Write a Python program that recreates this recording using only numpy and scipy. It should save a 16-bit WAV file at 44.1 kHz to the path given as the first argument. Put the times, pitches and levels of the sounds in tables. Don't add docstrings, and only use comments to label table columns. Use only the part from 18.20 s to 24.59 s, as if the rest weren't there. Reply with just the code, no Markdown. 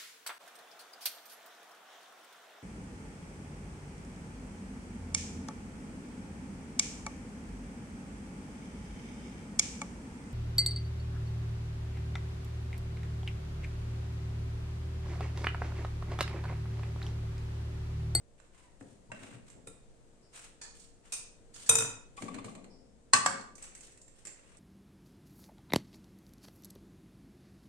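import sys
import numpy as np
from scipy import signal
from scipy.fft import rfft, irfft, next_fast_len
from scipy.io import wavfile
from scipy.ndimage import map_coordinates

SR = 44100
rng = np.random.default_rng(int(sys.argv[2]) if len(sys.argv) > 2 else 0)


def transcribe(u):
    v = np.clip(np.atleast_2d(u).T, -1, 1)
    q = np.round(v * 32767).astype(np.int16)
    wavfile.write(sys.argv[1], SR, q)


N = 281799

# pitch_hz, level_db
HUM_TONES = [(59.2, -73.5), (118, -90), (527.6, -80), (585.5, -88.5), (701, -90)]
# time_s, level_db (before a 5.5 dB lift)
DRONE_SWELL = [(0, -76), (1.3, -102), (1.7, -76.5), (2.5, -76.5), (3.4, -75), (4.5, -78), (5.5, -84.5),
               (6.39, -83.5)]
# start_s, rise_s, hold_s, level_db
STEAM_WHISTLES = [(2.002, 0.032, 0.034, -73), (4.474, 0.035, .04, -69)]
# freq_hz, relative_level_db
AIR_COLOUR = [(9, -20.5), (15, 4.5), (68, -24.5), (90, -18), (120, -16.5), (382, -20.5), (685, -25.5),
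              (816, -29.5), (1160, -33.5), (3000, -40), (5500, -41.5), (7800, -36), (9300, -40),
              (10200, -51), (12500, -59), (13500, -75.5), (16000, -77.5)]
STEAM_COLOUR = [(3000, -120), (4300, -25), (4900, -12), (5200, -11.5), (5500, -10.5), (6200, -60),
                (8000, -120)]

# start_s, rise_s, hold_s, fade_db_per_s
SQUEAK_SHAPE = (0.34, 0.0071, 0.15, 670)
# multiple_of_pitch, relative_level_db
SQUEAK_HARMONICS = [(1, 0), (2, -5), (3, -15), (4, -18), (5, -18)]

# start_s, rise_s, hold_s, hiss_db, rasp_db
SCRAPE_STROKES = [(0.172, 0.011, 0.051, -71, -70.5), (0.32, 0.02, 0.13, -74, -74),
                  (0.588, 0.0185, 0.099, -71, -82), (0.92, 0.018, 0.09, -66, -64),
                  (1.013, 0.023, 0.092, -66, -63), (1.262, .006, 0.0086, -66.5, -69),
                  (2.109, 0.042, 0.045, -51.5, -56), (2.526, 0.029, 0.085, -63, -76),
                  (2.833, 0.014, 0.063, -65, -66.5), (3.328, 0.013, 0.19, -51.5, -60.5),
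                  (3.959, 0.011, 0.004, -54, -60), (4.006, 0.023, 0.01, -59.5, -62.5),
                  (4.053, 0.026, 0.18, -89, -64), (4.24, 0.0048, 0.0073, -57, -76),
                  (5.366, 0.045, 0.07, -63, -59.5), (5.618, 0.012, 0.051, -62, -75.5),
                  (5.85, 0.12, 0.043, -66.5, -73), (6.146, 0.014, 0.2, -71.5, -70.5)]
# start_s, rise_s, hold_s, fade_db_per_s, rumble_db, boom_db
PAN_DRAGS = [(0.603, 0.0076, 0.0088, 65, -53.5, -57), (0.888, 0.013, 0.047, 95, -60.5, -60.5),
             (1.01, 0.015, 0.029, 90, -54.5, -72), (1.127, 0.016, 0.02, 88, -62.5, -58.5),
             (1.325, 0.033, 0.019, 131, -60, -68), (1.46, 0.026, 0.0076, 173, -61, -61.5),
             (3.489, 0.02, 0.039, 118, -49, -43.5), (3.568, 0.026, 0.051, 103, -53.5, -57.5),
             (4.003, 0.011, 0.12, 27, -51, -65.5), (4.928, 0.022, 0.013, 140.5, -42.5, -48.5),
             (5.045, 0.02, 0.008, 74, -49, -60)]
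# rise_s, hold_s, fade_db_per_s
GRATE_THUMP = (.008, .02, 200)
# freq_hz, relative_level_db
HISS_COLOUR = [(1760, -31), (3000, -4), (4860, -7.5), (5040, -6), (6300, -3.5), (8820, 2.5), (10000, -14),
               (14400, -28.5), (15700, -36.5), (16000, -57.5)]
RASP_COLOUR = [(350, -23), (600, -9.5), (1100, -6.5), (1400, -5), (1800, -6), (2250, -6), (2750, -5),
               (3200, -13.5), (4000, -13.5), (5200, -32.5), (8800, -120)]
RUMBLE_COLOUR = [(110, -44), (160, -3.5), (200, 2), (278, 1.5), (323, -8), (440, -5.5), (900, -18),
                 (1300, -36.5), (2500, -120)]
BOOM_COLOUR = [(30, -79.5), (70, -30.5), (95, -7), (115, 5.5), (140, -4.5), (185, -27.5), (400, -91.5)]

# freq_hz, likeness (0 to 1)
SIDE_LIKENESS = [(30, 0.053), (70, 0.92), (150, 0.82), (300, 0.7), (700, 0.11), (1200, 0.073),
                 (2000, 0.011), (10000, 0.019)]
# freq_hz, decay_60db_s
ROOM_DECAY = [(100, 0.16), (500, 0.72), (1200, 0.71), (2500, 0.66), (4000, 0.61), (6500, 0.55),
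              (9000, 0.43), (12000, 0.27)]
# freq_hz, left_over_right_db
COOKWARE_LEAN = [(150, 2), (500, 4), (1000, 4.5), (2000, 0.5), (4000, -2), (8000, -2), (12000, 4)]
# freq_hz, relative_level_db
CRACK_COLOUR = [(53, -64.5), (90, -15), (597, 0), (1050, 2), (1890, -3), (3050, -6.5), (4140, -14),
                (5610, -12), (5990, -9), (8670, -3), (9670, -17), (15300, -43.5), (16300, -45.5)]

# time_s, treble_level_db, middle_over_treble_db, left_over_right_db, bite_hz
STOVE_THUDS = [(0.2007, -59, 0.9, -17, 7400), (0.611, -59.5, 13, 1, 7950), (0.9183, -37.5, 7.1, -3.5, 2730),
               (1.128, -58, 7, 0, 1230)]
RIM_TICK_BLOWS = [(1.3014, -50, -13.5, -11, 7540), (5.3547, -41, -29, -8, 6230),
                  (5.3807, -41.5, -13, 1, 7100), (5.4251, -33.5, -43, 0, 7760),
                  (5.4392, -38, -17.5, -4, 6300), (5.498, -63, -12, -1, 8050),
                  (5.5513, -37, -18.5, -4, 7840), (5.5767, -46, -20, 10, 8800),
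                  (5.6087, -38, -20, -1.5, 6860), (5.6815, -52.5, -6.5, -3, 3830),
                  (5.7214, -47, -18, 1, 8030), (5.7753, -45.5, -18.5, -1.5, 7100),
                  (5.8157, -41.5, -37, -2, 7230), (5.88, -50.5, -16, -7, 7500),
                  (6.0526, -33, -17, -0.5, 7640), (6.0712, -33, -16, -4.5, 7260),
                  (6.3704, -48, -22.5, -3, 8120)]
POT_WALL_BLOWS = [(5.0616, -15, 0, -1, 7520)]
LADLE_STRIKES = [(4.9305, -41, -9.5, 0, 4155), (4.9351, -11, -6.5, 0.27, 4260),
                 (5.2102, -51.5, -13, 13, 7340)]
PLATE_TOUCHES = [(2.415, -34.5, -4.5, -1.5, 4530), (2.434, -43, -9, -3.5, 4530),
                 (2.5975, -51.5, -27, -15, 7940), (3.3423, -43.5, -11.5, -5, 6610),
                 (3.463, -37, -11, 0, 7850)]
GRIPPED_SPOON_TAP = [(1.4721, -36, -5.5, -2, 3950)]
RICE_KNOCKS = [(2.923, -26, -16.5, -1.15, 9100), (2.9348, -26, -19.5, 0.1, 8800),
               (2.9544, -40.5, -21.5, -1.1, 8420)]
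SPOON_CLINKS = [(3.4925, -14.5, -6, 2, 6000), (3.495, -8, -4.5, 1.5, 8710), (3.5142, -24, 4.5, -3.5, 7040),
                (3.5335, -25, -1, -1, 7200), (3.5548, -12.5, -7.5, 3.5, 6740), (3.5867, -17, -5, -7, 5980),
                (3.6069, -23.5, 0.5, -1, 6280), (3.623, -28, 6.5, 1.5, 7400), (3.647, -40, 10, -0.5, 6100)]
# time_s, treble_level_db
FAR_LANDINGS = [(3.9759, -36), (4.081, -36), (4.184, -37.5), (4.2804, -43.5), (4.3786, -52.5)]
NEAR_LANDINGS = [(4.0216, -32), (4.1429, -34), (4.2445, -35.5), (4.351, -39), (4.442, -44.5)]
# start_s, hold_until_stilled_s, level_db, pitch_hz
POT_RINGS = [(0.611, 0.017, -54, 285), (0.899, 0.0056, -58, 947), (1.473, 0.015, -59.5, 455),
             (3.497, 0.11, -41, 454)]

# pitch_hz, width_hz (scaled per piece when it decays), relative_level_db
STOVE_MODES = [(262, 110, 0.5), (618, 68, 6), (984, 26.3, -16), (1670, 330, 0.5), (2240, 150, -18),
               (2430, 34, -12), (2650, 9.8, -4), (4000, 83, -5), (4880, 39, -9), (5320, 42, -8),
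               (7260, 190, -8), (8100, 71, -28)]
RIM_MODES = [(1560, 72, 8), (2040, 220, 17.5), (2620, 72, 11), (3900, 99, -17.5), (5700, 340, -14),
             (6760, 206, -33), (7000, 220, -19), (8530, 630, -23), (9700, 98, -19), (10200, 100, -10)]
POT_WALL_MODES = [(295, 37, -8), (544, 3.6, -5), (752, 29, 0), (1170, 11, 1), (1280, 32, -8),
                  (1540, 170, 6.5), (1625, 34, -8), (1890, 40, -6.5), (2196, 22, -5), (2520, 35, -17),
                  (2880, 28, -11), (3400, 63, -15), (4530, 190, -5), (4610, 80, -12), (5110, 83, -2.5),
                  (5540, 50, -6), (5710, 65, 0.5), (6000, 60, -13), (7300, 62, -11), (7750, 100, -4),
                  (8200, 110, -16), (8400, 32, -6), (9000, 40, -4.5), (10100, 160, -34), (10750, 36, -17)]
LADLE_MODES = [(263, 48, -16.5), (1104, 30, 2.5), (1144, 24, 0), (1163.5, 11, -1), (1557, 29, -6),
               (1748, 130, 2.5), (1830, 28, -1), (2040, 18, -11), (2606, 17, -7), (2930, 36, -19),
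               (4240, 48, -2), (4530, 40, -17.5), (4820, 32, -14.5), (5260, 63, -10), (6200, 20, -8),
               (6600, 24, -14.5), (6840, 25, -17), (7500, 22, -23), (7760, 52, -8), (8800, 35, -29.5),
               (8400, 90, -38.5), (8654, 78, -26.5), (8600, 30, -26), (9450, 42, -37), (10300, 39, -41),
               (11700, 34, -30), (11470, 51, -47), (13000, 140, -41), (13900, 90, -35.5)]
PAN_MODES = [(788, 43, -19), (1020, 120, -10.5), (1145, 76, -2), (2070, 45, -16.5), (2420, 150, -6.5),
             (3080, 36, -26.5), (3520, 77, -15), (4200, 240, -8), (4950, 130, -17), (7150, 218, -9),
             (8200, 100, -16), (9400, 65, -20.5)]
PAN_LIP_MODES = [(593, 220, -9), (2270, 260, -1.5), (4150, 180, -5.5), (5600, 400, -15), (7240, 240, -7),
                 (8600, 440, -11)]
PLATE_MODES = [(1724, 54, -2), (2490, 110, -7), (3400, 120, -11), (4000, 33, -14.5), (4410, 60, -6),
               (4640, 60, -6.5), (5170, 51, -9), (5700, 130, -5.5), (6520, 130, -4), (6980, 70, -2.5),
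               (7460, 580, -5), (8230, 140, -8.5), (9200, 29, -14.5), (10000, 140, -12), (10130, 61, -28),
               (11800, 70, -40), (13180, 43, -30.5), (12800, 40, -37.5)]
GRIPPED_SPOON_MODES = [(480, 74, -1), (1355, 24, -8), (1650, 200, -11), (2464, 58, -5.5), (3710, 60, -4.5),
                       (5030, 70, -11), (7210, 200, -4), (7810, 180, -3), (8250, 130, -5), (8750, 110, 2),
                       (9240, 220, -3), (11000, 200, -26)]
LADEN_SPOON_MODES = [(2500, 120, 5), (3700, 29, -11), (3920, 59, -15.5), (5000, 35, -20.5),
                     (5200, 140, -11.5), (5870, 31, -13), (6180, 38, -9), (6210, 42, -14.5),
                     (6400, 35, -16.5), (7320, 34, -22), (7200, 33, -19.5), (8770, 34, -1),
                     (8800, 49, -8.5), (9240, 140, -19), (9490, 56, -20), (9793, 30, -9.5),
                     (10600, 140, -11.5), (12300, 60, -28), (12900, 68, -16), (13700, 110, -35)]
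SPOON_MODES = [(120, 89, -7), (475, 23, -2.5), (597.6, 40, -8.5), (804, 74, -13.5), (899.5, 24, -15),
               (1010, 60, -7.5), (1364, 48, -5.5), (1420, 58, -6.5), (1830, 210, -8), (2610, 120, -15.5),
               (2496, 39, -7), (2537, 17, -8), (2624, 90, -13.5), (3420, 80, -15), (3340, 90, -14),
               (3694, 29, -6.5), (3780, 76, -9), (3790, 130, -14.5), (5080, 60, -18.5), (5026, 46, -14.5),
               (4840, 31, -17.5), (5560, 25, -12.5), (5780, 50, -16), (6110, 31, -1), (6590, 130, -10),
               (7080, 48, 2), (7100, 31, -15.5), (7350, 30.7, -3), (7700, 22, -7), (8220, 50, -6.5),
               (8090, 120, -3), (8750, 190, 2.5), (8980, 120, -14), (9380, 560, 0), (10850, 49, -28.5),
               (10880, 41, -24.5), (12470, 140, -25.5), (11510, 100, -20.5), (12600, 99, -24.5),
               (13900, 120, -29)]

AIR_DB, DRONE_HZ, WHISTLE_FADE_DB_PER_S = -60.5, 466, 92
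SQUEAK_DB, SQUEAK_HZ, SQUEAK_SAG_HZ_PER_S = -73.5, 1065, 700
SQUEAK_FLUTTER_DB = 3
STROKE_FADE_DB_PER_S = 166
THUMP_RUMBLE_DB, THUMP_BOOM_DB = -19, -26.5
POT_RISE_S, POT_FADE_DB_PER_S = 0.0027, 307
CLONK = (2.6, 2.24, 1300)
TICK = (-2, -1.2, 5400)
CLUSTER_SCATTER_RAD = 0.8
TAIL_BEND_DB_PER_S2 = 90
TOP_HZ = 16400


def amp(db):
    return 10 ** (np.asarray(db) / 20)


def unit(x):
    return x / np.sqrt(np.mean(x ** 2) + 1e-20)


def along(points, hz):
    f, v = np.transpose(points)
    return np.interp(np.log(hz + 1), np.log(f + 1), v)


def wobble(rate):
    knots = rng.standard_normal(int(N * rate / SR) + 4)
    return map_coordinates(knots, [np.arange(N) * rate / SR])


def filtered(x, response):
    n = x.shape[-1]
    m = next_fast_len(n + 4096)
    return irfft(rfft(x, m) * response(np.fft.rfftfreq(m, 1 / SR)), m)[..., :n]


def swells(start_s, rise_s, hold_s, fade_db, level_db):
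    columns = (start_s, rise_s, hold_s, fade_db, level_db)
    start_s, rise_s, hold_s, fade_db, drop_db = (np.abs(np.reshape(v, (-1, 1))) for v in columns)
    t = np.arange(N) / SR - start_s
    rise = np.clip(t / rise_s, 0, 1) ** 2
    fade = amp(-drop_db - fade_db * np.clip(t - rise_s - hold_s, 0, None))
    return (rise * fade).sum(axis=0)


def rush(colour, grain_db, n=N):
    grain = amp(grain_db * rng.standard_normal(n // 64 + 1).repeat(64)[:n])
    pair = rng.standard_normal((2, n)) * grain

    def mid_and_side(hz):
        turn = np.arccos(np.clip(along(SIDE_LIKENESS, hz), -1, 1)) / 2
        return amp(along(colour, hz)) * [np.cos(turn), np.sin(turn)]

    mid, side = filtered(pair, mid_and_side)
    return unit(np.array([mid + side, mid - side]))


def kitchen(x):
    white = rush([(20, 0.0011), (20000, 0.0092)], 0, n=SR * 3 // 4)
    hz, t, z = signal.stft(white, SR, nperseg=256)
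    fade_db = -60 * t / along(ROOM_DECAY, hz)[:, None] - TAIL_BEND_DB_PER_S2 * t ** 2
    tail = signal.istft(z * amp(fade_db), SR, nperseg=256)[1]
    tail = np.pad(tail, ((0, 0), (200, 0))) / np.linalg.norm(tail[0])
    return signal.fftconvolve(x, tail, axes=1)


def background():
    t = np.arange(N) / SR
    hum = sum(amp(db + 3 + 3.0 * wobble(4.4)) * np.sin(2 * np.pi * hz * t + 0.38 * wobble(5.8))
              for hz, db in HUM_TONES)
    drone_db = np.interp(t, *np.transpose(DRONE_SWELL)) + 5.5 + 1.2 * wobble(9.4)
    drone = amp(drone_db) * np.sin(2 * np.pi * DRONE_HZ * t + 0.4 * wobble(0.93))
    *shape, level_db = np.transpose(STEAM_WHISTLES)
    steam = swells(*shape, WHISTLE_FADE_DB_PER_S, level_db) * rush(STEAM_COLOUR, 1.1)
    air = amp(AIR_DB + wobble(1.7)) * rush(AIR_COLOUR, 0.65) * amp([[1.2], [-1.2]])
    return air + hum + drone + steam


def squeak():
    since_start = np.arange(N) / SR - SQUEAK_SHAPE[0]
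    pitch = (SQUEAK_HZ - SQUEAK_SAG_HZ_PER_S * since_start) * (1 + 0.021 * wobble(153.0))
    phase = 2 * np.pi * np.cumsum(pitch) / SR
    voice = sum(amp(db) * np.sin(k * phase) for k, db in SQUEAK_HARMONICS)
    tone = swells(*SQUEAK_SHAPE, SQUEAK_DB) * amp(SQUEAK_FLUTTER_DB * wobble(62.4)) * voice
    return tone + amp(1.0) * kitchen(np.array([tone, tone]))[:, :N]


def scrapes():
    catch = unit(amp(3 * wobble(140) + 2 * wobble(18)))
    *shape, hiss_db, rasp_db = np.transpose(SCRAPE_STROKES)
    hiss = swells(*shape, STROKE_FADE_DB_PER_S, hiss_db) * rush(HISS_COLOUR, 0.85)
    rasp = swells(*shape, STROKE_FADE_DB_PER_S, rasp_db) * rush(RASP_COLOUR, 1.1)
    return catch * (hiss + rasp)


def drags():
    thumps = [(s, *GRATE_THUMP, db + THUMP_RUMBLE_DB, db + THUMP_BOOM_DB) for s, db in NEAR_LANDINGS]
    *shape, rumble_db, boom_db = np.transpose(list(PAN_DRAGS) + thumps)
    lumps = unit(amp(1.0 * wobble(30)) * rush(RUMBLE_COLOUR, 0.65))
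    moving = swells(*shape, rumble_db) * lumps + swells(*shape, boom_db) * rush(BOOM_COLOUR, 0.23)
    return moving * amp([[1.8], [-1.8]])


def friction():
    stroke, drag = scrapes(), drags()
    return stroke + drag + kitchen(amp(-6) * stroke + amp(-10) * drag)[:, :N]


def modal_ring(body, weight, narrow, t):
    hz, width, level = np.tile(np.transpose(body), 5)[:, :, None]
    apart = np.repeat([-2.3, -0.99, -0.1, 0.98, 2], len(body))[:, None]
    scatter_db = rng.normal(0, 0.37, (2, len(hz), 1))
    size = weight(hz) * amp(level + scatter_db) * np.sqrt(width / 50) * amp(-2.2 * apart ** 2)
    split = hz + width * (0.52 * apart + 0.12 * rng.standard_normal(hz.shape))
    likeness = np.clip(along(SIDE_LIKENESS, hz[:len(body)]), -1, 1)
    sides = rng.normal(0, 1, (2, len(body), 1)) * np.arccos(likeness)
    start_phase = np.tile(rng.uniform(0, 2 * np.pi, (len(body), 1)) + sides, (1, 5, 1))
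    phase = start_phase + CLUSTER_SCATTER_RAD * rng.standard_normal(size.shape)
    decay = np.exp(-np.pi * width * narrow * t)
    return (size * decay * np.sin(2 * np.pi * split * t + phase)).sum(axis=1)


def clatter_colour(body, gap_db):
    hz, width, level = np.transpose(body)[:, :, None]
    grid = np.arange(0, SR / 2, 10)
    nearness = 1 / (1 + ((grid - hz) / (width + 0.0034 * hz)) ** 4)
    crowding = (amp(level - along(CRACK_COLOUR, hz)) ** 2 * nearness).sum(axis=0)
    gain = np.sqrt(crowding / np.mean(crowding[grid < 10000]) + amp(gap_db) ** 2)
    return lambda f: np.interp(f, grid, gain)


def struck(blows, body, bass_db, ring_db, crack_db, crack_s, snap_db, bite_db, gap_db, air_db,
           room_db, narrow, rise_s, snap_s=0.011):
    out, t = np.zeros((2, N + 2 * SR)), np.arange(SR // 5) / SR
    colour = clatter_colour(body, gap_db)
    for s, db, middle_db, pan_db, bite_hz in blows:
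        tilt = [(350, middle_db + bass_db), (1000, middle_db), (2200, middle_db),
                (4500, 0.00063), (9300, 0.0018), (10500, air_db)]
        weight = lambda f: amp(along(tilt, f))
        bite = lambda f: amp(bite_db / (1 + ((f - bite_hz) / (0.028 * bite_hz)) ** 2))
        ring = modal_ring(body, weight, narrow, t)
        noise = filtered(rush(CRACK_COLOUR, 2, n=len(t)), lambda f: weight(f) * bite(f))
        clatter = filtered(noise, colour) * amp(-60 * t / crack_s)
        snap = noise * amp(snap_db - 60 * t / snap_s)
        onset = 1 - np.exp(-(t / rise_s) ** 2)
        force = amp(db) * amp([[pan_db / 2], [-pan_db / 2]]) * onset
        metal = force * (amp(ring_db) * ring + amp(crack_db) * clatter)
        bare_snap = force * amp(crack_db) * snap
        echo = kitchen(metal + 1.3 * filtered(bare_snap, colour))
        start = round(s * SR) - 90
        out[:, start:start + len(t)] += metal + bare_snap
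        out[:, start:start + echo.shape[1]] += amp(room_db) * echo
    return out[:, :N]


def stove():
    return struck(STOVE_THUDS, STOVE_MODES, bass_db=0.5, ring_db=-23.0, crack_db=-2.5, crack_s=0.036,
                  snap_db=0.0, bite_db=14, gap_db=-2.0, air_db=-15, room_db=-5.5, narrow=0.58, rise_s=0.0018)


def pot_hum():
    t = np.arange(N) / SR
    return sum(swells(s, POT_RISE_S, hold_s, POT_FADE_DB_PER_S, db)
               * np.sqrt(2) * np.sin(2 * np.pi * hz * t + 0.37 * wobble(25))
               for s, hold_s, db, hz in POT_RINGS)


def plate():
    return struck(PLATE_TOUCHES, PLATE_MODES, bass_db=-9.0, ring_db=-13.0, crack_db=-4.5, crack_s=0.057,
                  snap_db=-9.5, bite_db=10.0, gap_db=-0.5, air_db=-6.5, room_db=1.36, narrow=0.46,
                  rise_s=0.0033)


def rocking_pan():
    clonks = struck([(s, db, *CLONK) for s, db in FAR_LANDINGS], PAN_MODES, bass_db=11, ring_db=2.0,
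                    crack_db=-2.0, crack_s=0.028, snap_db=2, bite_db=2.5, gap_db=2.5, air_db=-5,
                    room_db=-11.5, narrow=0.48, rise_s=0.0089)
    ticks = struck([(s, db, *TICK) for s, db in NEAR_LANDINGS], PAN_LIP_MODES, bass_db=9.5, ring_db=-4.5,
                   crack_db=3.0, crack_s=0.032, snap_db=8.5, bite_db=-17.0, gap_db=0.5, air_db=0.5,
                   room_db=-6.0, narrow=0.69, rise_s=0.0066)
    return clonks + ticks


def ladle_and_stew_pot():
    ladle = struck(LADLE_STRIKES, LADLE_MODES, bass_db=-10.5, ring_db=-3.0, crack_db=-6.0, crack_s=0.16,
                   snap_db=12, bite_db=-11.0, gap_db=0.7, air_db=-4.0, room_db=-9.5, narrow=0.93,
                   rise_s=0.0031, snap_s=0.016)
    wall = struck(POT_WALL_BLOWS, POT_WALL_MODES, bass_db=-7.0, ring_db=-13.5, crack_db=-7, crack_s=0.058,
                  snap_db=4.0, bite_db=12.0, gap_db=0.0, air_db=1.5, room_db=-7.0, narrow=1.2,
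                  rise_s=0.00227)
    rim = struck(RIM_TICK_BLOWS, RIM_MODES, bass_db=16.0, ring_db=-13.0, crack_db=-3, crack_s=0.049,
                 snap_db=7.0, bite_db=9.5, gap_db=-1.5, air_db=2.5, room_db=-1.5, narrow=2.4, rise_s=0.0029)
    return ladle + wall + rim


def spoon():
    free = struck(SPOON_CLINKS, SPOON_MODES, bass_db=-9.5, ring_db=-13.0, crack_db=-4.5, crack_s=0.036,
                  snap_db=0.0, bite_db=13.0, gap_db=-5.5, air_db=9.0, room_db=-4.0, narrow=0.96,
                  rise_s=0.0023, snap_s=0.0066)
    gripped = struck(GRIPPED_SPOON_TAP, GRIPPED_SPOON_MODES, bass_db=4.5, ring_db=-9.0, crack_db=-4.5,
                     crack_s=0.069, snap_db=2, bite_db=8, gap_db=-4.5, air_db=10.5, room_db=-5.0,
                     narrow=0.83, rise_s=0.0034)
    laden = struck(RICE_KNOCKS, LADEN_SPOON_MODES, bass_db=-1.5, ring_db=-10.0, crack_db=0.0, crack_s=0.062,
                   snap_db=3.5, bite_db=2.0, gap_db=-0.5, air_db=-3.9, room_db=-2.0, narrow=1.0,
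                   rise_s=0.0036)
    return free + gripped + laden


def cookware():
    metal = stove() + pot_hum() + plate() + rocking_pan() + ladle_and_stew_pot() + spoon()
    return filtered(metal, lambda hz: amp(along(COOKWARE_LEAN, hz) * [[.5], [-.5]]))


def scene():
    return background() + squeak() + friction() + cookware()


def record(dry):
    return filtered(dry, lambda hz: hz < TOP_HZ)


dry = scene()
out = record(dry)
transcribe(out)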